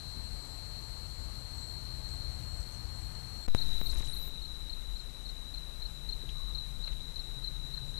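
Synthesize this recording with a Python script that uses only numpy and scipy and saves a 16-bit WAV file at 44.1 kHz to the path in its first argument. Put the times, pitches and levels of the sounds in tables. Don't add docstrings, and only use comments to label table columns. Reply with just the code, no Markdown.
import sys
import numpy as np
from scipy import signal
from scipy.io import wavfile
from scipy.ndimage import uniform_filter1d

SR = 44100
rng = np.random.default_rng(int(sys.argv[2]) if len(sys.argv) > 2 else 0)


def voltage_ratio(decibels):
    exponent = np.asarray(decibels, float) / 20
    return 10 ** exponent


def wrap_up_sound(samples):
    columns = np.atleast_2d(samples).T
    tamed = np.clip(columns, -1, 1)
    steps = np.round(tamed * 32767).astype(np.int16)
    wavfile.write(sys.argv[1], SR, steps)


N = 352359
TIME = np.arange(N) / SR
CUT_S, WAKE_S = 3.4665, 3.4846

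# [start_s, pitch_hz of the middle line, level_db, smear 0-1]
NEAR_TRILL = [
    (0, 4150, -50.5, .3),
    (.3, 4190, -50, .3),
    (.85, 4214, -50.5, .3),
    (1.5, 4198, -51.5, .3),
    (2.0, 4165, -51.5, .4),
    (2.3, 4135, -53, .7),
    (2.5, 4120, -59, .9),
]
JOINING_TRILL = [
    (1.2, 4262, -69, .6),
    (1.45, 4260, -56, .55),
    (1.8, 4256, -51.5, .55),
    (3.47, 4256, -51.5, .6),
]
TUNNEL_TRILL = [
    (3.48, 3948, -48.5, .98),
    (4.3, 3948, -49, .95),
    (4.8, 3948, -51.5, 1),
    (5.4, 3948, -52, 1),
    (6.25, 3946, -50.5, 1),
    (6.4, 3947, -49.5, .8),
    (8, 3947, -49.5, .86),
]
NEAR_LINES = -4, 85.8, [-22, -11, -4, -5, 0, -1, -8, -15, -16, -22, -20, -25]
JOINING_LINES = -3, 84., [-16, -14, -11, 0, -8, -16, -20]
TUNNEL_LINES = -3, 78.8, [-10, -9, -1, 0, -3.5, -16, -15]


def trill(rows, lines, blur_hz, glide, stumbles_s=()):
    hz, level_db, smear = curves(rows)
    smear = np.clip(smear + sum(.5 * bump(s, .11) for s in stumbles_s), 0, 1)
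    first, rate, line_db = lines
    stroke_hz = rate * hz / hz.mean()
    tone, strokes = np.exp(2j * np.pi * np.cumsum([hz, stroke_hz], axis=1) / SR)
    line = tone * strokes ** round(first)
    restart = np.exp(2j * np.angle(drift(blur_hz) + 1.1))
    out = np.zeros(N)
    for k, db in enumerate(line_db, round(first)):
        blur = .75 * restart + .65 * drift(blur_hz)
        path = np.sqrt(1 - smear ** 2) * (1 + .22 * drift(4)) + smear * blur
        phase = np.exp(2j * np.pi * glide * k ** 2)
        out += voltage_ratio(db) * (path * line * phase).real
        line = line * strokes
    return voltage_ratio(level_db) * evened(out)


# [first_stroke_s, peak_db]
CHIRPS = [(3.582, -39.5), (3.861, -41.5), (4.134, -42.5), (4.418, -43.5), (4.697, -42), (4.962, -44.5),
          (5.258, -44.5), (5.542, -41.5), (5.821, -41), (6.091, -36.5), (6.55, -38.5), (6.839, -39.5),
          (7.16, -39.5), (7.442, -37.5), (7.74, -38.5), (7.976, -38.5)]


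def chirps():
    pair_gap_s, second_db = .0333, .6
    pitch_hz, spread_hz, spread_db = 4211, 26, 1
    sag_hz_per_s, deepen_hz_per_s = 8.9, 36
    out = np.zeros(N + SR)
    strokes = [(s + k * pair_gap_s, db + k * second_db) for s, db in CHIRPS for k in (0, 1)]
    chances = rng.uniform(-1, 1, (len(strokes), 4))
    for (s, db), (longer, deeper, higher, louder) in zip(strokes, chances):
        t = np.arange(round(.0185 * (1 + .12 * longer) * SR)) / SR
        part = t / t[-1]
        awake_s = s - WAKE_S
        start_hz = pitch_hz - sag_hz_per_s * awake_s + spread_hz * higher + 30
        sink_hz = (90 + deepen_hz_per_s * awake_s) * (1 + .089 * deeper)
        tone = np.sin(2 * np.pi * np.cumsum(start_hz - sink_hz * part ** 2) / SR)
        shape = signal.windows.tukey(len(t), .6) * (.88 + .25 * part)
        at = round((s - .0045) * SR)
        out[at:at + len(t)] += voltage_ratio(db + spread_db * louder) * shape * tone
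    tail = rng.standard_normal(SR // 2) * voltage_ratio(-60 * TIME[:SR // 2] / .15)
    echo = signal.fftconvolve(out, tail / np.linalg.norm(tail))[:N]
    return out[:N] + voltage_ratio(-14) * echo


# [middle_s, length_s, peak_db, pitch_hz]
WOOD_KATYDIDS = [(.13, .15, -64, 7700), (.46, 0.7, -60.5, 7800), (.98, 0.62, -68, 7850),
                 (1.22, 0.43, -65, 7550), (1.64, 0.38, -59.5, 7830), (1.96, .12, -63, 7800),
                 (2.12, 0.29, -63, 8000), (2.33, .2, -65, 7850), (2.56, 0.3, -60.5, 7800),
                 (2.74, .15, -65, 7830), (3.01, 0.42, -63.5, 7800), (3.46, 0.16, -61.5, 8000)]
TUNNEL_KATYDIDS = [
    (4.45, .3, -75, 7700),
    (4.97, .25, -71, 7300),
    (5.93, .2, -71, 7300),
    (6.15, .3, -74, 7800),
    (6.75, .5, -78, 7650),
    (7.3, .6, -75, 7550),
    (7.85, .4, -72, 7650),
]
# [level_db, pitch_hz]
CHORUS = (-67.5, 7780), (-76, 7600)


def katydids(bouts, chorus, width_hz):
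    chorus_db, chorus_hz = chorus
    gains = [voltage_ratio(db) * bump(s, length) for s, length, db, _ in bouts]
    gains = np.array(gains + [voltage_ratio(chorus_db) + 0 * TIME])
    power = (gains ** 2).sum(0)
    hz = np.array([row[-1] for row in bouts] + [chorus_hz]) @ gains ** 2 / power
    out = np.zeros(N)
    for offset_hz in (-260, 0, 240):
        click_db = 3 * drift(6).real + 2.5 * drift(50).real - abs(offset_hz) / 70
        clicks = rng.standard_normal(N) * voltage_ratio(click_db)
        wing_hz = hz + offset_hz + 90 * drift(4).real
        out += evened(resonate(clicks, wing_hz, width_hz)) * clicks.std()
    return np.sqrt(power) * evened(out)


# [start_s, peak_db, pitch_hz, width_hz, fade_s to -60 dB]
TAPS = [(2.085, -55, 6960, 2500, .08), (2.603, -52, 6300, 2500, .03), (2.72, -56, 6350, 300, .05),
        (2.74, -55, 6330, 300, 0.041), (6.235, -48.5, 320, 300, 0.052), (6.289, -43, 3180, 1200, 0.038),
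        (6.311, -60, 2800, 1200, 0.08), (6.35, -61, 1120, 130, 0.13), (6.385, -62, 1110, 120, 0.43),
        (6.48, -61, 1240, 300, 0.22), (3.399, -65, 3520, 60, 0.29), (6.565, -58, 550, 300, 0.067),
        (6.874, -48.5, 2420, 2000, 0.078), (6.876, -54, 550, 400, 0.066), (6.92, -53, 2900, 1800, 0.07),
        (7.775, -54.5, 1610, 497, 0.081)]


def taps():
    out, t = np.zeros(N + SR), TIME[:SR // 5]
    for s, db, hz, width_hz, fade_s in TAPS:
        at = round(s * SR)
        ring = evened(resonate(rng.standard_normal(len(t)), hz, width_hz))
        out[at:at + len(t)] += voltage_ratio(db - 60 * t / fade_s) * ring * np.minimum(t / .0025, 1)
    return out[:N]


# [time_s, level_db]
ENGINE = [
    (4.4, -63),
    (5.4, -67.5),
    (6.6, -60),
    (7.99, -53.5),
]


def engine():
    level_db = curves(ENGINE)[0] + .5
    return voltage_ratio(level_db) * evened(resonate(rng.standard_normal(N), 133.8, 31.7))


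# [pitch_hz, level_db per Hz]
WOOD_AIR = [(120, -46), (200, 2), (236, -3), (377, -9), (856, -9), (1880, -15), (3300, -23), (4290, -26),
            (7260, -120)]
TUNNEL_AIR = [(120, -32), (200, -6), (247, -3.5), (744, -9.5), (1110, -10.5), (1450, -12), (3300, -18),
              (4290, -32), (7260, -120)]
WOOD_RUMBLE = [(7.1, -33), (12, -12), (42, 3.5), (67, 2), (130, -6.5), (151, -8.5), (172, -16), (204, -33),
               (232, -31), (260, -25), (340, -75), (570, -120)]
TUNNEL_RUMBLE = [(7, -33), (12, -6.5), (32, 0), (45, -1), (58, -5), (76, -16.5), (97, -20.5), (135, -21),
                 (181, -23.5), (260, -33.5), (340, -56)]
HISS = [(1500, -23), (3000, 2), (6000, 2), (9000, 0.5), (12400, 1.5), (15300, -16), (15700, -60)]
# [rumble_db, air_db, share of a swell that the air follows]
TRAFFIC = (-47.5, -58, 0.1), (-44.5, -61, -0.04)
# [middle_s, length_s, rise_db]
SWELLS = [
    [(.3, .5, 2.5), (1.35, 0.3, 3.1), (2.4, 2.2, 5), (3.2, 0.39, 3.7)],
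    [(4.02, .5, 4), (4.9, 0.34, 2.7), (6.5, 2, 3.2), (7.55, 0.31, 1.8)],
]


def place(rumble, air, index, hiss_db):
    rumble_db, air_db, share = TRAFFIC[index]
    swell_db = sum(db * bump(s, length) for s, length, db in SWELLS[index])
    out = voltage_ratio(rumble_db + swell_db) * noise(rumble, .62, size=8192)
    out += voltage_ratio(air_db + share * swell_db) * noise(air, .88, size=2048)
    return out + voltage_ratio(hiss_db) * noise(HISS, .89, size=1024)


def noise(shape, patchy_db, size):
    hz = np.fft.rfftfreq(size, 1 / SR)
    a, b, patches = rng.standard_normal((4 * N // size + 5, len(hz), 3)).T
    patches = uniform_filter1d(patches, size=20, axis=0)
    patches = evened(uniform_filter1d(patches, size=5, axis=1))
    f, db = np.transpose(shape)
    colour_db = np.interp(np.log(hz + 1), np.log(f + 1), db)[:, None]
    z = (a + 1j * b) * voltage_ratio(colour_db + patchy_db * patches)
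    return evened(signal.istft(z, nperseg=size, noverlap=3 * size // 4)[1][:N])


def resonate(x, hz, width_hz):
    turn = np.exp(2j * np.pi * np.cumsum(hz * np.ones(len(x))) / SR)
    r = np.exp(-np.pi * width_hz / SR)
    return (turn * signal.lfilter([1], np.convolve([1, -r], [1, -r]), x / turn)).real


def drift(hz):
    count = N // 64 + 2
    z = rng.standard_normal(count) + 1j * rng.standard_normal(count)
    z = evened(signal.lfilter(*signal.butter(2, hz, fs=SR / 64), z))
    return np.interp(np.arange(N) / 64, np.arange(count), z)


def bump(middle_s, length_s):
    return np.maximum(1 - (2 * (TIME - middle_s) / length_s) ** 2, 0) ** 2


def curves(rows):
    s, *columns = np.transpose(rows)
    return [np.interp(TIME, s, c) for c in columns]


def evened(x):
    return x / np.sqrt(np.mean(abs(x) ** 2) + 1e-20)


def scene():
    wood = trill(NEAR_TRILL, NEAR_LINES, 25, .12, stumbles_s=[.79, 1.08])
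    wood += trill(JOINING_TRILL, JOINING_LINES, 25, .1, stumbles_s=[2.2, 2.83])
    wood += katydids(WOOD_KATYDIDS, CHORUS[0], 540)
    wood += place(WOOD_RUMBLE, WOOD_AIR, index=0, hiss_db=-61)
    tunnel = trill(TUNNEL_TRILL, TUNNEL_LINES, 18, .105)
    tunnel += chirps() + katydids(TUNNEL_KATYDIDS, CHORUS[1], 400) + engine()
    tunnel += place(TUNNEL_RUMBLE, TUNNEL_AIR, index=1, hiss_db=-62.5)
    left = wood * (TIME < CUT_S) + tunnel * (TIME >= WAKE_S) + taps()
    return np.array([2 * left, 0 * left])


# [start_s, level_db from then on]
GAIN_STEPS = [
    (3.4846, -2),
    (3.5488, 4.5),
    (3.8147, 3),
    (4.0066, 1.5),
    (4.2791, 0),
]


def gain_steps(x):
    s, step_db = np.transpose(GAIN_STEPS)
    return x * voltage_ratio(np.append(0, step_db)[np.searchsorted(s, TIME)])


# [start_s, size of full scale, decay_s]
JOLTS = [
    (3.5488, .24, .005),
    (3.8147, -.08, .0012),
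    (4.0066, -.03, .003),
    (4.2791, -.02, .002),
]


def jolts():
    out = np.zeros(N)
    for at, size, decay_s in JOLTS:
        out += size * np.exp(-abs(TIME - at) / decay_s) * np.clip((TIME - at) / 5e-5, 0, 1)
    return out


def bias():
    t, late = TIME - WAKE_S, np.maximum(TIME - JOLTS[0][0], 0)
    surge = .13 * (1 - .45 * np.exp(-abs(t) / .004)) * np.cos(np.pi / 2 * t / .075)
    kick = .125 * np.exp(-late / .028)
    undershoot = .06 * (1 + late / .22) * np.exp(-late / .22)
    return np.where(late > 0, kick - undershoot, surge) * (t >= 0)


def whine(x):
    start_s, end_s, top_hz = 3.8, 4.29, 17000
    slow = signal.lfilter(*signal.butter(2, 160, fs=SR), x)
    settling = np.exp((start_s - np.maximum(TIME, start_s)) / .29)
    drive_hz = 30000 - 65000 * settling - 170000 * slow
    hz = top_hz * np.tanh(drive_hz / top_hz) + 800 * drift(300).real
    heard = np.clip((15600 - abs(hz)) / 500, 0, 1) * (TIME > start_s) * (TIME < end_s)
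    turn = 2 * np.pi * np.cumsum(hz) / SR
    overtone = .4 * np.sin(2 * turn) * (abs(hz) < 5500)
    level_db = -45 - .0001 * abs(hz) + 1.9 * drift(73).real
    return voltage_ratio(level_db) * heard * (np.sin(turn) + overtone)


TOP_BANDS_HZ = [12650, 13400, 14100, 14800, 15500]


def top_gate(x, open_db):
    hz, t, z = signal.stft(x, SR, nperseg=512)
    for lo, hi in zip(TOP_BANDS_HZ, TOP_BANDS_HZ[1:]):
        band = (hz >= lo) & (hz < hi)
        busy = uniform_filter1d((abs(z[band]) ** 2).sum(0), size=15) > voltage_ratio(2 * open_db)
        waking = (t > 3.47) & (t < 3.58 + .04 * (lo < 14500))
        again = (abs(t - 3.72) < .025) & (lo > 13000) & (hi < 15000)
        z[band] *= busy | waking | again
    z[hz >= hi] = 0
    return signal.istft(z, SR, nperseg=512)[1][:N]


def band_limit(x):
    return signal.sosfilt(signal.butter(12, 16150, fs=SR, output="sos"), x)


def record(dry):
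    left = gain_steps(dry[0]) + bias()
    left += whine(left)
    left -= .045 * ((TIME - CUT_S) / .014) ** 2 * (TIME >= CUT_S) * (TIME < 3.4806)
    left += jolts()
    left = top_gate(left, open_db=-68.5)
    return band_limit(np.array([left, dry[1]]))


dry = scene()
out = record(dry)
wrap_up_sound(out)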